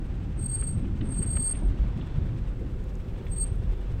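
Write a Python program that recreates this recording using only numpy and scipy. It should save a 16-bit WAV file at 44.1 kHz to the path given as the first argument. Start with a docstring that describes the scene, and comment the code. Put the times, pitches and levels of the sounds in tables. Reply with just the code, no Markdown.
"""A bicycle brake gives three high squeals while the bike rolls along a paved road in buffeting wind.
The pad rubs the brake into ringing at one pitch: the squeal flutters strongly when quiet
and about half as much when loud. Wind thumps on the rider's microphone and the tyres rumble.
Something on the turning wheel brushes about eleven times a second, the bike rattles,
bumps thud and grit ticks under the tyres."""
import sys
import numpy as np
from scipy import signal
from scipy.fft import rfft, irfft, next_fast_len
from scipy.io import wavfile
from scipy.ndimage import map_coordinates

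SR = 44100
rng = np.random.default_rng(int(sys.argv[2]) if len(sys.argv) > 2 else 0)


def int16_out(signal):
    """Quantize to a 16-bit WAV file."""
    q = np.round(np.clip(np.atleast_2d(signal).T, -1, 1) * 32767)
    wavfile.write(sys.argv[1], SR, q.astype(np.int16))


N = 176400  # 4 seconds


def brake(loud_db=-32, blend_db=1, flutter_loud=.38, flutter_base=.06, rasp_depth=.035):
    """The rubbing pad keeps one high note ringing; its strong flutter about halves above loud_db."""
    # the brake's note: t/s, f/Hz
    pitch = [(.38, 8435), (.43, 8398), (.46, 8428), (.495, 8395), (.54, 8445), (.595, 8470), (.69, 8410),
             (.72, 8440), (.8, 8380), (1.04, 8480), (1.1, 8505), (1.13, 8435), (1.37, 8432), (1.395, 8410),
             (1.43, 8445), (1.475, 8438), (1.495, 8505), (1.535, 8510), (1.575, 8555), (1.68, 8510),
             (3.32, 8405), (3.35, 8360), (3.38, 8380), (3.405, 8425), (3.435, 8432), (3.47, 8480),
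             (3.56, 8455)]
    # loudness, one list for each squeal: t/s, level/dB
    squeals = [
        [(0.35, -92), (0.388, -50), (0.438, -41), (0.462, -31.5), (0.482, -44), (0.494, -37), (0.512, -33.5),
         (0.572, -34.5), (0.588, -37.5), (0.616, -35), (0.63, -44), (0.644, -33.5), (0.658, -47.5),
         (0.68, -34.5), (0.73, -48), (0.83, -68.5)],
        [(1.02, -74), (1.08, -51), (1.1, -51.5), (1.122, -39.5), (1.144, -37.5), (1.158, -49), (1.168, -39),
         (1.192, -30), (1.212, -40.5), (1.232, -35), (1.262, -42), (1.316, -35.5), (1.484, -27), (1.526, -34),
         (1.548, -50), (1.562, -48.5), (1.59, -49), (1.605, -64), (1.69, -63.5)],
        [(3.27, -87), (3.288, -77), (3.324, -40.5), (3.334, -35), (3.348, -48), (3.402, -31), (3.432, -29),
         (3.442, -33.5), (3.454, -57.5), (3.468, -48.5), (3.498, -63), (3.56, -75)],
    ]
    out, t = np.zeros(N), np.arange(N) / SR
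    pitch_hz = curve(pitch) + 7 * wobble(50)  # wanders with the pad's pressure
    note = np.sqrt(2) * np.exp(2j * np.pi * np.cumsum(pitch_hz) / SR)
    side = np.exp(2j * np.pi * 3897 * t)  # adds weak tones 3897 Hz below and above the note
    # the recorder mirrors the squeal into a faint high copy (an alias) that moves against its pitch
    mirror = np.exp(-2j * np.pi * 24000 * t)
    tone = note * (1 + amp(-27) / side + amp(-33) * side + amp(-39.3) * mirror)
    flutter = unit(wobble(140) + 1j * wobble(140))  # shakes both loudness and pitch
    rasp = unit(wobble(450) + 1j * wobble(450))  # the pad's finer roughness
    for rows in squeals:
        level_db = curve(rows)
        fade = np.clip(np.minimum(t - rows[0][0], rows[-1][0] - t) / 0.0092, 0, 1)
        unrest = (3 - np.tanh((level_db - loud_db) / blend_db / 2)) / 2  # 2 when quiet, 1 when loud
        depth = flutter_base + (flutter_loud - flutter_base) * unrest
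        shake = (1 + depth * flutter + rasp_depth * unrest * rasp) / np.sqrt(1 + depth ** 2)
        out += fade * amp(level_db) * (shake * tone).real
    return out


def outdoor_echo(sound, echo_db=-30, t60_s=.54):
    """A thin, blurred outdoor echo that fades by 60 dB in t60_s."""
    t = np.arange(SR // 2) / SR
    tail = rng.standard_normal(len(t)) * amp(-60 * t / t60_s) * (1 - np.exp(-t / 0.029))
    return amp(echo_db) * signal.fftconvolve(sound, tail / np.linalg.norm(tail))[:N]


def wind(lumps_db=-1.0, eddies_db=1):
    """Swirling air hits the microphone: deep buffeting, low gusts and rougher puffs."""
    # strength of each layer: t/s, level/dB
    buffet_levels = [(0.0, -32), (0.42, -33), (0.46, -37.5), (0.59, -26.5), (0.7, -32.5), (0.78, -25.5),
                     (0.96, -35), (1.0, -31), (1.58, -30.5), (1.66, -21.5), (1.76, -34), (1.8, -19),
                     (1.93, -30.5), (3.01, -32), (3.05, -46), (3.14, -34), (3.21, -42.5), (3.3, -28),
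                     (3.61, -34.5), (3.65, -28), (3.97, -31), (4.0, -24.5)]
    gust_levels = [(0.0, -35.5), (0.24, -33.5), (0.4, -36.5), (0.43, -29), (0.66, -36), (0.7, -32),
                   (1.38, -30.5), (1.51, -40), (1.74, -30), (1.79, -51), (1.82, -30), (2.13, -36.5),
                   (2.18, -27), (2.21, -30), (2.95, -39), (3.56, -34.5), (3.64, -33), (3.85, -47),
                   (3.91, -34), (4.0, -33)]
    puff_levels = [(0, -43), (.2, -42.5), (.23, -39.5), (.36, -47), (.39, -38), (.51, -48), (.6, -41),
                   (.65, -39.5), (.79, -37.5), (.88, -35), (.97, -39), (1.04, -32.5), (1.15, -40.5),
                   (1.21, -30), (1.29, -41), (1.41, -37), (1.46, -55), (1.54, -40), (1.58, -45),
                   (1.62, -36), (1.72, -38), (1.92, -44.5), (2.0, -35.5), (2.07, -49.5), (2.24, -39.5),
                   (2.52, -43.5), (2.64, -41), (2.73, -46), (3.05, -46), (3.3, -46.5), (3.66, -47.5),
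                   (3.85, -48.5), (4, -51)]
    # tone colour of each layer: f/Hz, level/dB
    buffet_colour = [(10, -17.5), (24, -2.5), (32, -8), (44, 2.5), (58, -4), (85, -21.5), (160, -35),
                     (400, -125)]
    gust_colour = [(35, -28), (70, 3), (100, 2), (140, -2), (190, -16.5), (300, -32), (1000, -120)]
    puff_colour = [(100, -24.5), (170, 1.5), (240, -1), (330, -8), (420, -16), (520, -23.5), (900, -35.5),
                   (3000, -110)]
    buffet = amp(curve(buffet_levels)) * noise(buffet_colour)
    gusts = amp(curve(gust_levels)) * unit(noise(gust_colour) * amp(lumps_db * wobble(9)))
    puffs = amp(curve(puff_levels)) * unit(noise(puff_colour) * amp(eddies_db * wobble(24.69)))
    return buffet + gusts + puffs


def tyres(roll_boost_db=1.5, grain_db=0.97, patches_db=0.9):
    """Tyres rumble on uneven paving, with a swelling ring, a low hum and a faint hiss."""
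    # strength of the rumble, the hum and the ring's swell: t/s, level/dB
    roll_levels = [(0.0, -53.5), (0.82, -53), (1.18, -51), (1.65, -50.5), (2.18, -50), (2.55, -54),
                   (2.86, -55), (3.23, -52), (3.72, -53), (4.0, -53)]
    hum_levels = [(0, -52.5), (1.2, -56), (2.4, -50.5), (3, -45.5), (4, -47)]
    ring_swell = [(0, -7), (1.2, -5.5), (1.5, 6), (1.8, -6), (2.02, 8.5), (2.25, 3), (2.45, -10), (3.2, -9),
                  (3.8, 3), (4, -5)]
    # tone colours: f/Hz, level/dB
    roll_colour = [(120, -2.5), (300, 3.5), (480, 0.5), (750, -3.5), (1300, -7), (2000, -11.5),
                   (2800, -14.5), (3700, -19), (4600, -24), (8000, -37), (16000, -69)]
    hum_colour = [(120, -20.5), (172, 11.5), (212, -25), (300, -8), (372, 2), (430, -6), (505, -3.5),
                  (600, -16), (1200, -48)]
    hiss_colour = [(1500, -20), (4000, -9.5), (5300, 3), (6600, -0.5), (8300, 3), (9300, -9), (10300, -9),
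                   (11300, -15.5), (15800, -8.5)]
    # the tyres' ring before its swell: f/Hz, width/Hz, level/dB
    ring_band = [(3450, 150, -74)]
    surface = amp(grain_db * wobble(120) + patches_db * wobble(12))
    roll = amp(curve(roll_levels) + roll_boost_db) * unit(noise(roll_colour) * surface)
    ring = amp(curve(ring_swell)) * ringing(ring_band)
    hum = amp(curve(hum_levels)) * noise(hum_colour)
    hiss = amp(-75) * noise(hiss_colour)
    return roll + ring + hum + hiss


def grit_and_bumps():
    """The tyres tick over grit and thud over bumps."""
    # each tick and thud: t/s, level/dB, f/Hz, time to fade by 60 dB/s
    grit = [(1.503, -57, 5470, 0.035), (2.826, -66, 7400, .02), (2.841, -64, 14500, 0.0089),
            (2.84, -59, 7300, .012), (2.893, -63, 5700, .025), (2.899, -66, 14000, .005),
            (2.944, -66, 12000, .006), (2.954, -53.5, 6560, 0.011), (2.985, -71, 14000, 0.0044),
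            (3.095, -68, 13000, .005), (3.242, -66, 12500, 0.0056), (3.256, -58, 14000, 0.0047),
            (3.403, -61, 5700, .02), (3.556, -60.5, 9800, .014)]
    bumps = [(.775, -23, 91, 0.05), (1.015, -29, 167, 0.17), (1.62, -43.5, 496, 0.11),
             (1.81, -24.5, 67, 0.22), (2.612, -35, 255, 0.15), (2.175, -25, 110, 0.045),
             (3.64, -25, 89, 0.14)]
    return knocks(grit, octaves=.27, rise_s=0.00013) + knocks(bumps, octaves=0.61, rise_s=0.0028)


def rattles(top_hz=4020):
    """Parts of the bike knock together, with little sound above top_hz."""
    # each knock: t/s, level/dB, f/Hz, time to fade by 60 dB/s
    hits = [(.621, -44.5, 1440, 0.031), (.845, -56, 2240, 0.075), (1.007, -46.5, 2680, 0.056),
            (1.215, -51, 1540, 0.19), (1.366, -40, 1500, 0.028), (1.545, -52, 2220, 0.14),
            (2.008, -49.5, 3400, 0.043), (3.265, -48.5, 2460, 0.021), (3.732, -58, 2400, 0.034)]
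    return filtered(knocks(hits, octaves=.68, rise_s=.003), lambda hz: 1 / (1 + (hz / top_hz) ** 10))


def brushing(width_turns=0.13, slip_turns=.05, grain_db=3, scatter_db=1.1):
    """Something on the wheel brushes once a turn: a light, scratchy swish that makes metal ring."""
    # how far the brushing part has turned: t/s, angle/turns
    rotation = [(-.035, -1), (1.975, 21), (2.265, 24), (2.71, 28), (3.187, 33), (4.005, 42)]
    # tone colour of the scratch: f/Hz, level/dB
    scratch_colour = [(800, -28), (1900, 1), (2800, 1), (3700, -2), (4600, -10), (5700, -10.5), (6800, -11),
                      (8300, -11), (9300, -14.5), (11400, -29.5), (13000, -22.5), (15800, -35)]
    # two notes of the metal: f/Hz, width/Hz, level/dB
    metal_rings = [(8300, 280, -79), (12220, 190, -85.5)]
    turns = curve(rotation) + slip_turns * wobble(13)
    contact = np.exp(-.5 * ((turns - np.round(turns)) / width_turns) ** 2)
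    scratch = unit(noise(scratch_colour) * amp(grain_db * wobble(340)))
    strength = amp(scatter_db * wobble(8))
    return strength * contact * (amp(-63.5) * scratch + ringing(metal_rings))


def rings_and_whine():
    """The bike rings faintly; the recorder's electronics add a thin, steady whine."""
    # three rings of the bike, then the electronic whine: f/Hz, width/Hz, level/dB
    bands = [(787.6, 11, -71.5), (1490, 140, -72.5), (2660, 120, -76), (14145, 8, -94.5)]
    return ringing(bands)


def knocks(rows, octaves, rise_s):
    """Knocks that die quickly: each is a burst of noise in one broad band of pitch."""
    out, t = np.zeros(N + SR), np.arange(SR // 4) / SR
    for start_s, db, centre_hz, t60_s in rows:
        burst = filtered(rng.standard_normal(len(t)),
                         lambda hz: np.exp(-.5 * (np.log2((hz + 1) / centre_hz) / octaves) ** 2))
        shape = (1 - np.exp(-t / rise_s)) ** 2 * amp(-60 * t / t60_s)
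        gain = amp(db) * np.sqrt(np.mean(shape ** 2)) / shape.max()  # db is the loudest moment
        out[round(start_s * SR):][:len(t)] += gain * unit(burst * shape)
    return out[:N]


def ringing(bands):
    """Narrow bands of pitch kept ringing by random noise."""
    out = np.zeros(N)
    for centre_hz, width_hz, db in bands:
        ring = filtered(rng.standard_normal(N), lambda hz: 1 / (1 + ((hz - centre_hz) / width_hz) ** 2))
        out += amp(db) * unit(ring)
    return out


def noise(colour):
    """Noise of strength 1, coloured by rows of f/Hz, level/dB."""
    f, db = np.transpose(colour)
    white = rng.standard_normal(N)
    return unit(filtered(white, lambda hz: amp(np.interp(np.log(hz + 1), np.log(f), db))))


def filtered(x, response):
    """Scale each frequency in x by response(hz)."""
    size = next_fast_len(len(x) + 8192)
    return irfft(rfft(x, size) * response(np.fft.rfftfreq(size, 1 / SR)), size)[:len(x)]


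def wobble(rate):
    """A smooth curve through `rate` random points a second."""
    points = rng.standard_normal(4096)
    return map_coordinates(points, [np.arange(N) * rate / SR], mode="wrap")


def curve(rows):
    """Join (time, value) points with straight lines, one value per sample."""
    times, values = np.transpose(rows)
    return np.interp(np.arange(N) / SR, times, values)


def amp(db):
    """Turn decibels into a gain."""
    return 10 ** (np.asarray(db) / 20)


def unit(x):
    """Scale to an average strength (rms) of 1."""
    return x / np.sqrt(np.mean(np.abs(x) ** 2) + 1e-20)


def scene():
    """Brake, wind and the noises of rolling, in one channel."""
    squeal = brake()
    clatter = rattles() + grit_and_bumps()
    return (squeal + outdoor_echo(squeal) + wind() + tyres() + rings_and_whine() + brushing() + clatter)[None]


def record(dry, top_hz=15850):
    """The rider's camera picks up nothing above top_hz."""
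    return filtered(dry[0], lambda hz: hz < top_hz)[None]


dry = scene()
out = record(dry)
int16_out(out)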